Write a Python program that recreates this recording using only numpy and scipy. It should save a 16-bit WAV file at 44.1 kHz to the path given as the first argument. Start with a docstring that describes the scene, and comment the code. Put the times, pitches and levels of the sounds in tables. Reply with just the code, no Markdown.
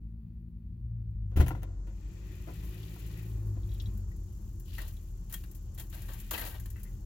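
"""Inside a parked pickup with an unevenly idling engine: firing harmonics boom in the cab over a noisy shake.
The door is unlatched from outside with a thump and clicks: decaying modes, struck resonances and noise bursts.
It swings open and lets in the parking lot: coloured noise and the buzz of the engine bay.
A wire shopping cart is pushed in bursts: its wheels hiss, a caster squeaks, jolts rattle and ring the basket."""
import sys
import numpy as np
from scipy import signal
from scipy.fft import rfft, irfft
from scipy.io import wavfile
from scipy.ndimage import uniform_filter1d

SR = 44100
rng = np.random.default_rng(int(sys.argv[2]) if len(sys.argv) > 2 else 0)


def transcribe(u):
    """Save the signal u as a 16-bit wav file named by the first command-line argument.

    u: samples, shape (n,) or (channels, n), limited to [-1, 1]; the rate is SR.
    q: integer samples, one column per channel.
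    """
    v = np.clip(np.atleast_2d(u).T, -1, 1)
    q = np.round(v * 32767).astype(np.int16)
    wavfile.write(sys.argv[1], SR, q)


N = 310976
T = np.arange(N) / SR

# In every table of resonances, width_hz is the bandwidth before ring() scales it by its damping.
# In every colour, level_db is the relative level per Hz.

# the idle hunts up and down: time_s, firing_rate_hz
IDLE_HUNT = [(0.0, 55.23), (0.3, 55.94), (0.82, 57.98), (1.05, 56.07), (1.28, 51.18), (1.6, 48.18),
             (1.82, 46.64), (2.4, 51.59), (3.1, 54.88), (3.35, 54.48), (3.6, 50.21), (3.95, 47.44),
             (4.45, 42.8), (5.0, 39.3), (5.5, 41.83), (6.15, 39.92), (7.05, 40.37)]
# jolts of the cart: start_s, level_db, brightness_db, t60_s
CART_JOLTS = [(4.781, -54, -7, 0.17), (4.797, -60, -14, 0.42), (4.818, -56, -2, 0.04),
              (5.296, -65, 0, 0.22), (5.324, -57.5, 5.5, 0.18), (5.339, -51.5, 7, 0.053),
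              (5.438, -60, -5, 0.038), (5.776, -58, -1, 0.26), (5.796, -55.5, 1, 0.11),
              (5.92, -61, -7, 0.76), (6.082, -57.5, -9.5, 0.42), (6.309, -40.5, -3, 0.13),
              (6.332, -44.5, -7, 0.28), (6.376, -47.5, -5.5, 0.29), (6.407, -49, -9.5, 0.45),
              (6.461, -54, -1.5, 0.27), (6.540, -56.5, -10, 0.196), (6.658, -58, 1, 0.04)]


def door():
    """The latch lets go: the door booms on its seal, body and panel ring, steel parts clack and tick."""
    # pushes on the whole door: start_s, level_db
    thumps = [(1.3595, -25), (1.373, -17.5), (1.385, -24), (1.399, -13), (1.48, -35)]
    # slow modes of the door: pitch_hz, level_db beside the push, t60_s
    door_modes = [(74.7, 0.5, 0.16), (50, -10.5, 0.32), (125.4, -12.5, 0.57), (165.9, -17.5, 0.57),
                  (263, -25, 0.1)]
    # handle, latch, seal and hinge stop: start_s, level_db, brightness_db, t60_s
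    door_hits = [(1.312, -60.5, -12, 0.25), (1.3605, -45, 9, 0.31), (1.370, -39.5, 9.5, 0.1),
                 (1.398, -36.5, 3, 0.075), (1.4035, -34.5, 7, 0.13), (1.461, -48, 14, 0.21),
                 (1.4825, -36, 21.5, 0.0059), (1.486, -56.5, 29, 0.069), (1.5055, -43.5, -1, 0.12),
                 (1.549, -53.5, 1, 0.26), (1.619, -55.5, 1, 0.12), (1.6315, -49.5, 20.5, 0.02),
                 (1.634, -53.5, 4, 0.094), (1.666, -64, -15, 1), (1.868, -58.5, 4, 0.21),
                 (2.470, -51, -3, 0.2), (2.484, -48.5, -14, .12), (2.628, -58, -8, 0.074),
                 (3.565, -55.5, -7, 0.055)]
    # share of a hit for hollow body, trim panel, latch steel, tick: level_db, slope (dB per dB of brightness)
    door_parts = [(6, -0.03), (2, 0), (-9.5, 0.36), (-18, 1)]
    # resonances of the hollow door body: pitch_hz, width_hz, level_db
    body_modes = [(287, 75, 6.5), (339, 62, 7), (433, 330, -15)]
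    # resonances of the door panel: pitch_hz, width_hz, level_db
    panel_modes = [(496, 88, 0), (620, 89, -0.5), (720, 90, -4.5), (953, 97, -11.5), (1013, 46, -7),
                   (1450, 300, -18.5)]
    # the latch claw clacks as it springs open, later the hinge check clacks: start_s, level_db
    clacks = [(1.404, -39), (1.466, -46), (1.4835, -43.5), (1.506, -38), (1.5125, -44.5), (1.549, -45.5),
              (1.632, -52), (2.962, -56)]
    # resonances of these clacks: pitch_hz, width_hz, level_db
    clack_modes = [(720, 87, 9), (937, 100, 10.5), (1085, 110, 2), (1390, 100, 5), (2000, 120, -3),
                   (2800, 150, -12)]
    # colour of the latch steel: pitch_hz, level_db
    latch_colour = [(710, -25), (1200, -11), (1470, -7), (1800, -2.5), (2400, -5), (2910, -6), (3800, -10),
                    (4860, -15.5), (6810, -14), (9000, -27), (11700, -56)]
    # colour of the finest latch ticks: pitch_hz, level_db
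    tick_colour = [(3530, -71), (6000, -8.5), (8500, -13), (9700, -6), (11300, 2), (14500, -4),
                   (16000, -1.5)]

    boom, t = np.zeros(N), T[:SR // 2]
    for s, db in thumps:
        start = int(s * SR)
        for hz, mode_db, t60 in door_modes:
            boom[start:start + len(t)] += undb(db + mode_db - 60 * t / t60) * np.sin(2 * np.pi * hz * t)

    hits = shared(door_hits, door_parts)
    body, panel, steel, tick = blows(hits, softness=0.0077)
    flex = undb(-0.5) * body * noise(likeness=0.97)
    hollow = ring(flex, body_modes, damping=1.5)
    panel_knock = ring(undb(-0.5) * panel * noise(likeness=0.16), panel_modes, damping=1.3)
    clack = ring(strikes(clacks, contact_db=22.0), clack_modes, damping=0.95)
    steel_noise = undb(1.5) * colour(steel * chatter(900, 1.0), latch_colour)

    snap = strikes([(s, tick_db) for s, *_, tick_db, t60 in hits], contact_db=10)
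    fine_noise = tick * chatter(1500, 1.8, likeness=0.17)
    ticking = undb(1.0) * colour(snap + fine_noise, tick_colour)
    return boom + hollow + cab(panel_knock + clack + steel_noise, -2.2, t60=0.071) + ticking


def cart():
    """Wheels hiss on asphalt and set the wires jingling; jolts rattle the frame, wire basket and loose joints."""
    # the cart comes out from behind the door: time_s, treble_db
    shadow = [(1.3, -20.5), (1.9, -14), (2.7, -1.5), (3.4, -2), (4.5, 3), (6.2, 1)]
    # share of a jolt taken by frame, basket and loose joints: level_db, slope (dB per dB of brightness)
    cart_parts = [(-3, -0.5), (2, 0), (7, 1)]
    # the loudest single wires ticking: start_s, level_db before the mix
    loud_ticks = [(3.973, -56.5), (5.512, -54.5), (5.548, -52.5), (5.7454, -55.5), (5.898, -53),
                  (5.9437, -50), (6.018, -51), (6.133, -48), (6.199, -47), (6.45, -43.5), (6.5976, -50),
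                  (6.7013, -50), (6.8309, -48.5)]
    # colour of the rolling wheels: pitch_hz, level_db
    wheel_colour = [(1100, -12), (1650, -9), (1920, 0), (2150, -8), (2450, 0), (2850, -7), (3500, -9),
                    (4500, -13), (6500, -17)]
    # the swivelling wheels scrub brighter than they roll: pitch_hz, level_db
    scrub_colour = [(2200, -18), (2900, 1), (3500, -4), (4400, -4.5), (6000, -13.5)]
    # colour of the rattling wires: pitch_hz, level_db
    wire_colour = [(500, -11), (900, -11), (1250, -9), (1910, -4.5), (2520, -4), (3970, -2.5), (5030, -8.5),
                   (7000, -20), (9000, -30.5), (11700, -73.5)]
    # resonances of the wire basket: pitch_hz, width_hz, level_db
    basket_modes = [(1568, 85.2, 8), (1867, 110, 6.5), (2620, 60, -1), (2830, 90, 4), (3185, 63, 4.5),
                    (3890, 87, -3)]
    # the hinged gate of the basket clanks: start_s, level_db, t60_s
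    clanks = [(4.782, -47, 0.08), (6.759, -59.5, 0.18), (6.853, -64, 0.21)]
    # resonances of the gate: pitch_hz, width_hz, level_db
    gate_modes = [(1490, 180, -4), (1910, 120, 1.5), (2130, 140, -0.5), (2400, 200, -13), (2700, 180, -7.5)]
    # colour of the shaken frame: pitch_hz, level_db
    frame_colour = [(170, -35), (270, 4.5), (330, 6.5), (394, -1), (580, 5), (898, 0.5), (1500, -5.5),
                    (1950, -29), (3300, -120)]
    # colour of the jingling joints: pitch_hz, level_db
    jingle_colour = [(2940, -24), (5000, -12), (7240, -2.5), (8400, -12), (9400, -6), (11100, 1),
                     (12200, 1), (15200, -1), (16000, -3)]
    # short wires ring on after each contact: pitch_hz, width_hz, level_db
    short_wire_modes = [(9750, 120, 0.5), (11800, 100, 6), (12400, 120, 2.5)]
    # single wires, struck hard, ring out: start_s, pitch_hz, level_db before the cab, t60_s
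    clangs = [(4.116, 1950, -57, 0.058), (4.786, 1837, -43, 0.067), (4.878, 6000, -57, 0.067),
              (5.341, 3257, -42, 0.075), (5.343, 1837, -51, .1), (5.789, 3250, -53, .11),
              (6.338, 3100, -38, 0.066), (6.347, 2590, -31.5, .05), (6.377, 2000, -37, .05),
              (6.400, 11730, -36, 0.06), (6.408, 2090, -41.5, .06), (6.411, 12400, -34, 0.065)]
    # jingle level at the reference wheel hiss, and its rise in dB per dB of hiss
    reference_jingle_db, reference_hiss_db, jingle_slope = -60.5, -57, 0.6
    tick_t60_s = 0.072

    wheels_db, (shadow_db,) = roll(), curves(shadow)
    jingle_db = reference_jingle_db + jingle_slope * (wheels_db - reference_hiss_db) + shadow_db
    frame, basket, joint_hits = blows(shared(CART_JOLTS, cart_parts), softness=0.012)
    all_ticks = loud_ticks + stray_ticks(jingle_db)
    tick, = blows([(s, db, tick_t60_s) for s, db in all_ticks], softness=0.024)

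    rolling_level = undb(wheels_db + 0.26 * shadow_db + 0.93 * walk(14))
    rolling = colour(rolling_level * chatter(150, 1.0, likeness=0.091), wheel_colour)
    swivel_db = 3 * walk(11)
    scrub_level = undb(wheels_db - 3.0 + shadow_db + swivel_db)
    scrub = colour(scrub_level * chatter(200, 2.8, likeness=0.15), scrub_colour)

    contacts = basket * undb(walk(120)) + undb(-16.0) * tick
    wires = undb(-2.5) * colour(contacts * chatter(400, 2.0, likeness=0.26), wire_colour)
    basket_ring = undb(-5.5) * ring(contacts * chatter(300, 3.9), basket_modes, damping=0.67)
    gate_noise = undb(0.5) * blows(clanks, softness=0.022) * noise()
    gate = ring(gate_noise + strikes(clanks, contact_db=23.0), gate_modes, damping=0.89)
    frame_rattle = colour(frame * noise(likeness=0.38), frame_colour)
    rattle = frame_rattle + wires + basket_ring + gate + pings(stray_clinks(basket))

    joints = joint_hits * chatter(450, 1.9, likeness=0.12)
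    joints = joints + undb(-2.5) * tick * noise(likeness=0.16)
    joints = joints + undb(jingle_db) * chatter(220, 3.0, likeness=0.07)
    jangle = undb(4) * colour(joints, jingle_colour)
    short_contacts = (joint_hits + undb(jingle_db)) * chatter(40, 3.5, likeness=0.2)
    short_wires = undb(-7) * ring(short_contacts, short_wire_modes, damping=0.9)
    return rolling + scrub + cab(rattle + pings(clangs), -1) + jangle + short_wires


def roll():
    """Wheel hiss in dB: each push gathers speed, then coasts out at a steady loss down to a creep."""
    # pushes on the cart: start_s, gather_s (time to gather speed), length_s (until it coasts),
    # level_db (wheel hiss before shadow and flicker)
    pushes = [(1.81, 0.53, 1.39, -63), (3.432, 0.41, 0.39, -71), (4.641, 0.12, 0.11, -64),
              (5.297, 0.069, 0.081, -71), (5.891, 0.05, 0.57, -64.5), (6.626, 0.19, 0.16, -72)]
    coast_db_per_s, creep_db = 56, -85.5
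    hiss = undb(creep_db)
    for s, gather_s, length_s, db in pushes:
        coasting_s = np.maximum(T - s - length_s, 0)
        gathering = np.clip((T - s) / gather_s, 0, 1)
        hiss = np.maximum(hiss, gathering * undb(db - coast_db_per_s * coasting_s))
    return 20 * np.log10(hiss)


def stray_ticks(jingle_db, count=80):
    """Rows (start_s, level_db) of wires that tick by chance, louder when the cart jingles more."""
    ticks_per_s, over_jingle_db, scatter_db = 7.3, 8, 7  # the rate is nominal: the gaps vary
    gap, size = rng.standard_normal((count, 2)).T
    times = np.cumsum(np.exp(0.5 * gap)) / ticks_per_s
    sizes = np.clip(size, -2, 2)
    return [(s, jingle_db[int(s * SR)] + over_jingle_db + scatter_db * z)
            for s, z in zip(times, sizes) if s < T[-1]]


def stray_clinks(shaking, count=1400):
    """Rows (start_s, pitch_hz, level_db, t60_s) of wires knocking at chance pitches while the basket shakes."""
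    low_hz, high_hz, t60_s = 1500, 3900, 0.04
    beside_jolt_db, scatter_db = -3, 3
    when, pitch, size = rng.random((count, 3)).T
    shaking_db = 20 * np.log10(shaking[(when * (N - 1)).astype(int)] + 1e-9)
    # many weak clinks, a few strong ones
    db = shaking_db + beside_jolt_db + scatter_db * np.minimum(-np.log(1 - size) - 1, 2)
    hz = low_hz * (high_hz / low_hz) ** pitch
    return [(s, f, d, t60_s) for s, f, d in zip(when * T[-1], hz, db) if d > -78]  # skip the faintest


def mesh(count=80):
    """Each jolt strikes the welded mesh at another spot, so its close modes ring in a new mix every time."""
    low_hz, high_hz, t60_s = 1000, 4800, 0.11
    beside_jolt_db, slope = -2.5, 0.14  # slope: dB per dB of the jolt's brightness
    out, t = np.zeros((2, N + SR)), T[:SR // 6]
    hz = low_hz * (high_hz / low_hz) ** ((np.arange(count) + rng.random(count)) / count)
    modes = np.sin(2 * np.pi * np.outer(hz, t)) * undb(-60 * t / t60_s) * np.sqrt(2 / count)
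    mixes = rng.standard_normal((len(CART_JOLTS), 3, count))
    for (s, db, bright_db, _), mix in zip(CART_JOLTS, mixes):
        start = int(s * SR)
        port_mix = (mix[0] + mix[1:]) / np.sqrt(2)  # half common to both ports, half their own
        out[:, start:start + len(t)] += undb(db + beside_jolt_db + slope * bright_db) * port_mix @ modes
    return out[:, :N]


def caster():
    """A dry swivel slips in short ringing chirps and now and then snaps round."""
    # chirps of the dry caster: start_s, level_db
    squeaks = [(3.315, -68), (3.632, -65.5), (3.691, -64.5), (3.717, -59.5), (3.747, -60), (3.799, -53.5),
               (3.858, -56.5), (4.968, -63)]
    # resonances of the caster: pitch_hz, width_hz, level_db
    caster_modes = [(3100, 52, -2), (3340, 75, 3.5), (3860, 89, 5.5), (4560, 110, -8), (5530, 110, -7)]
    # the swivel snaps round: start_s, level_db, t60_s
    snaps = [(2.829, -54, 0.06), (3.799, -49, 0.079)]
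    # colour of a snap: pitch_hz, level_db
    snap_colour = [(2700, -12), (3400, 2), (4100, -12), (4600, -4.5), (5650, -10), (6200, -15)]
    squeak_t60_s = 0.11
    squeak_shape = blows([(s, db, squeak_t60_s) for s, db in squeaks], softness=0.03)
    slips = undb(-6) * squeak_shape * noise() + strikes(squeaks, contact_db=24)
    chirps = ring(slips, caster_modes, damping=0.7)
    snapping = colour(blows(snaps) * chatter(600, 1.9), snap_colour)
    return cab(chirps + snapping, -2)


def engine():
    """Firing harmonics glide through the cab's resonances and boom as the engine slows; combustion shakes the cab."""
    # harmonics, first to fourth: level_db, slowing_db (extra as the engine slows), open_db (extra, door open)
    harmonics = [(-44.5, 1.5, 1.5), (-54, 14.5, 3), (-59.5, 1.5, 2.5), (-60.5, -16.5, -12.5)]
    # how the cab booms at each frequency: pitch_hz, gain_db
    cab_boom = [(39, -1), (46, 1.5), (51, 1.5), (57, -3), (78, -4.5), (86, -20), (94, -4.5), (103, 1.5),
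                (115, 1.5), (138, -7.5), (155, 3), (166, 4.5), (200, 7.5), (226, 3.5)]
    # colour of the shaking cab: pitch_hz, level_db
    rumble_colour = [(19, -38), (30, -17), (37, -9), (48, 0), (76, -7), (102, -7.5), (120, -10),
                     (140, -38.5), (199, -17.5), (213, -18), (226, -51), (240, -41.5), (310, -52.5),
                     (530, -120)]
    # shaking of the cab: time_s, level_db before the puffs pulse it
    shake_level = [(0, -50), (1.2, -44), (1.7, -45.5), (3.2, -46), (3.9, -40), (5.2, -47), (7.05, -43.5)]
    # fall in firing rate that gives the full boom, and the time over which the boom is smoothed
    full_slowing_hz_per_s, boom_smoothing_s = 2.95, 0.26

    hz, = curves(IDLE_HUNT)
    slowing = np.clip(-np.gradient(hz) * SR / full_slowing_hz_per_s, 0, 1)
    slowing = uniform_filter1d(slowing, int(boom_smoothing_s * SR))
    phase = 2 * np.pi * np.cumsum(hz * (1 + 0.0026 * walk(16))) / SR
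    boom_hz, boom_db = np.transpose(cab_boom)
    tone = 0
    for k, (db, slowing_db, open_db) in enumerate(harmonics, 1):
        cab_db = np.interp(np.log(k * hz), np.log(boom_hz), boom_db)
        level_db = db + slowing_db * slowing + open_db * opening() + cab_db
        tone = tone + np.sqrt(2) * undb(level_db + 1.3 * walk(11)) * np.cos(k * phase)
    puffs = noise(likeness=0.99) * (1 + np.cos(phase))  # noise swelling once per firing
    shake = colour(puffs, rumble_colour) * undb(curves(shake_level)[0])
    return tone + shake


def parking_lot():
    """Faint air in the shut cab; the open door lets in traffic, high hiss and the buzz and rush of the engine bay."""
    # colour of the air in the shut cab: pitch_hz, level_db
    air_colour = [(170, -1.5), (240, -21.5), (320, -17), (450, -36.5), (600, -56.5), (1500, -64),
                  (5000, -77), (14000, -53.5)]
    # colour of engine bay and traffic: pitch_hz, level_db
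    lot_colour = [(150, -54.5), (250, -20.5), (296, 1.5), (549, -13.5), (923, -17.5), (1850, -29),
                  (2250, -38), (4000, -35), (4500, -29), (5850, -62), (9900, -120)]
    # colour of the high hiss outside: pitch_hz, level_db
    hiss_colour = [(2350, -56), (4000, -20), (4490, -7), (6240, 3), (7080, 4.5), (7620, 1.5), (8780, -17),
                   (10000, -18.5), (13000, -67), (22000, -120)]
    # resonances of the engine bay, strongest at fast idle: pitch_hz, width_hz, level_db
    bay_modes = [(200, 20, 0), (305, 26, -2), (360, 34, 2)]
    mid_idle_hz = 50.47
    # levels with the door open at the middling firing rate, and their rise with the rate
    lot_db, lot_db_per_hz = -61, 0.36
    bay_db, bay_db_per_hz, buzz_db = -64, 0.78, -2  # firing buzz beside the rush of air
    hiss_db = -71
    shut_lot_db, shut_hiss_db = -18, -35  # what gets through the shut door

    hz, gap = curves(IDLE_HUNT)[0], opening()
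    above_hz = hz - mid_idle_hz
    lot_in, hiss_in = (undb(db) + (1 - undb(db)) * gap for db in (shut_lot_db, shut_hiss_db))
    air = undb(-58.5) * colour(noise(likeness=1.0), air_colour)
    lot_level = undb(lot_db + lot_db_per_hz * above_hz + 1.0 * walk(8.9))
    lot = lot_in * lot_level * colour(noise(likeness=0.88), lot_colour)
    firings = np.diff(np.floor(np.cumsum(hz) / SR), prepend=0)  # one impulse per firing
    drone = ring(noise(likeness=0.9) + undb(buzz_db) * firings / firings.std(), bay_modes, damping=0.8)
    bay = gap * undb(bay_db + bay_db_per_hz * above_hz + 1.4 * walk(2.8)) * drone
    hiss = hiss_in * undb(hiss_db + 0.5 * walk(24)) * colour(noise(likeness=0.065), hiss_colour)
    return air + bay + cab(lot, 0.27) + hiss


def opening():
    """How far the door stands open, 0 to 1."""
    opens_s, swing_s = 1.2, 1
    return np.clip((T - opens_s) / swing_s, 0, 1)


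def cab(x, wet_db, t60=0.048, apart_hz=400):
    """Each port has its own reflections from glass and trim, except in the bass; they colour only mildly."""
    t, out = T[:SR // 8], []
    treble_only = signal.butter(2, apart_hz, "high", fs=SR, output="sos")
    for port in x:
        echoes = signal.sosfilt(treble_only, rng.standard_normal(len(t))) * undb(-60 * t / t60)
        response = undb(wet_db) * echoes / np.linalg.norm(echoes)
        response[0] += 1  # direct sound
        spectrum = rfft(response, 2 * len(t))
        mild = spectrum / np.sqrt(np.abs(spectrum))  # halves the peaks and dips in dB
        out.append(through(port, irfft(mild)[:len(t)]))
    return np.vstack(out)


def shared(hits, parts):
    """Share each hit among the parts of an object, each with its own slope against the hit's brightness."""
    return [(s, *(db + part_db + slope * bright_db for part_db, slope in parts), t60)
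            for s, db, bright_db, t60 in hits]


def strikes(rows, contact_db=26):
    """One sharp impulse for each row (start_s, level_db, ..), raised by contact_db."""
    x = np.zeros(N)
    for s, db, *_ in rows:
        x[int(s * SR)] = undb(db + contact_db)
    return x


def blows(rows, softness=0.017):
    """One envelope per level column of rows (start_s, level_db, .., t60_s); longer blows also rise more slowly."""
    power, t = np.zeros((len(rows[0]) - 2, N + SR)), T[:SR // 2]
    for s, *db, t60 in rows:
        rise = softness * t60
        shape = np.minimum(t / rise, 1) * undb(-60 * np.maximum(t - rise, 0) / t60)
        start = int(s * SR)
        power[:, start:start + len(t)] += np.outer(undb(db), shape) ** 2
    return np.sqrt(power[:, :N])


def pings(rows):
    """Each row (start_s, pitch_hz, level_db, t60_s) rings one wire, which reaches the two ports out of step."""
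    out, t = np.zeros((2, N + SR)), T[:SR // 10]
    for (s, hz, db, t60), apart in zip(rows, rng.uniform(-1.16, 1, len(rows))):
        start = int(s * SR)
        phase = 2 * np.pi * hz * t + np.array([[apart], [-apart]])
        out[:, start:start + len(t)] += undb(db - 60 * t / t60) * np.sin(phase)
    return out[:, :N]


def ring(x, modes, damping):
    """A bank of decaying resonances; damping scales their widths."""
    t, response = T[:SR // 4], 0
    for k, (hz, width_hz, db) in enumerate(modes):
        decay = np.exp(-np.pi * width_hz * damping * t)
        # alternating signs between neighbouring modes
        response = response + (-1) ** k * undb(db) * width_hz * decay * np.sin(2 * np.pi * hz * t)
    return through(x, response)


def colour(x, points, size=4096):
    """Causal (minimum-phase) filter with the given spectrum and steep skirts."""
    hz, db = np.transpose(points)
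    octave = np.log2(np.maximum(np.fft.rfftfreq(size, 1 / SR), 1))
    known = np.log2(hz)
    beyond = np.abs(octave - np.clip(octave, known[0], known[-1]))
    skirt_db = np.minimum(36 * beyond, 70)  # 36 dB per octave, at most 70 dB
    cepstrum = irfft(np.log(undb(np.interp(octave, known, db) - skirt_db)))
    cepstrum[1:size // 2] *= 2  # fold onto the causal half
    cepstrum[size // 2 + 1:] = 0
    return through(x, irfft(np.exp(rfft(cepstrum))))


def through(x, response):
    """Pass a sound through an impulse response scaled to unit energy."""
    unit = response[None] / np.linalg.norm(response)
    return signal.oaconvolve(np.atleast_2d(x), unit, axes=1)[:, :N]


def chatter(rate, spread_db, likeness=0.36):
    """Noise broken into tiny contacts of uneven strength; rms 1."""
    x = noise(likeness) * undb(spread_db * np.clip(walk(rate), -2.2, 2.2))
    return x / x.std()


def noise(likeness=0.76):
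    """White noise at the two ports; likeness is the share of power they have in common."""
    common, *own = rng.standard_normal((3, N))
    share = np.clip(likeness, 0, 1)
    return np.sqrt(share) * common + np.sqrt(1 - share) * np.array(own)


def walk(rate):
    """Smooth random wandering with a spread near 1, from new random values at the given rate in Hz."""
    k = max(int(SR / rate), 2)
    steps = np.repeat(rng.standard_normal(N // k + 1), k)
    return 1.36 * uniform_filter1d(uniform_filter1d(steps, k), k)[:N]


def curves(rows):
    """Each column of a time table, at every sample."""
    s, *columns = np.transpose(rows)
    return [np.interp(T, s, c) for c in columns]


def undb(db):
    """Decibels to gain."""
    return 10 ** (np.asarray(db) / 20)


def scene():
    """Everything as heard from the seat; the sounds of truck and lot reach the right port a little later."""
    port_lag_s = 0.00022
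    left, right = door() + engine() + parking_lot()
    truck = np.array([left, np.roll(right, int(port_lag_s * SR))])
    return truck + cart() + mesh() + caster()


def record(dry):
    """Two microphone ports colour the sound differently; it fades in and out and loses its top."""
    # the left port mostly hears more treble: pitch_hz, left_minus_right_db
    port_balance = [(100, 1.64), (600, 0.5), (900, 10), (1700, 9.5), (3500, 5.5), (7000, 4), (8500, 11),
                    (10000, 3.5), (12000, 0), (14500, 10.5)]
    top_hz, fade_s = 15950, 0.008
    hz, db = np.transpose(port_balance)
    balance_db = np.interp(np.log(np.fft.rfftfreq(N, 1 / SR) + 1), np.log(hz), db)
    fade = np.minimum(np.minimum(T, T[-1] - T) / fade_s, 1)
    ports = irfft(rfft(dry * fade) * undb(np.array([balance_db, -balance_db]) / 2), N)
    return signal.sosfilt(signal.ellip(10, 0.2, 70, top_hz, fs=SR, output="sos"), ports)


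dry = scene()
out = record(dry)
transcribe(out)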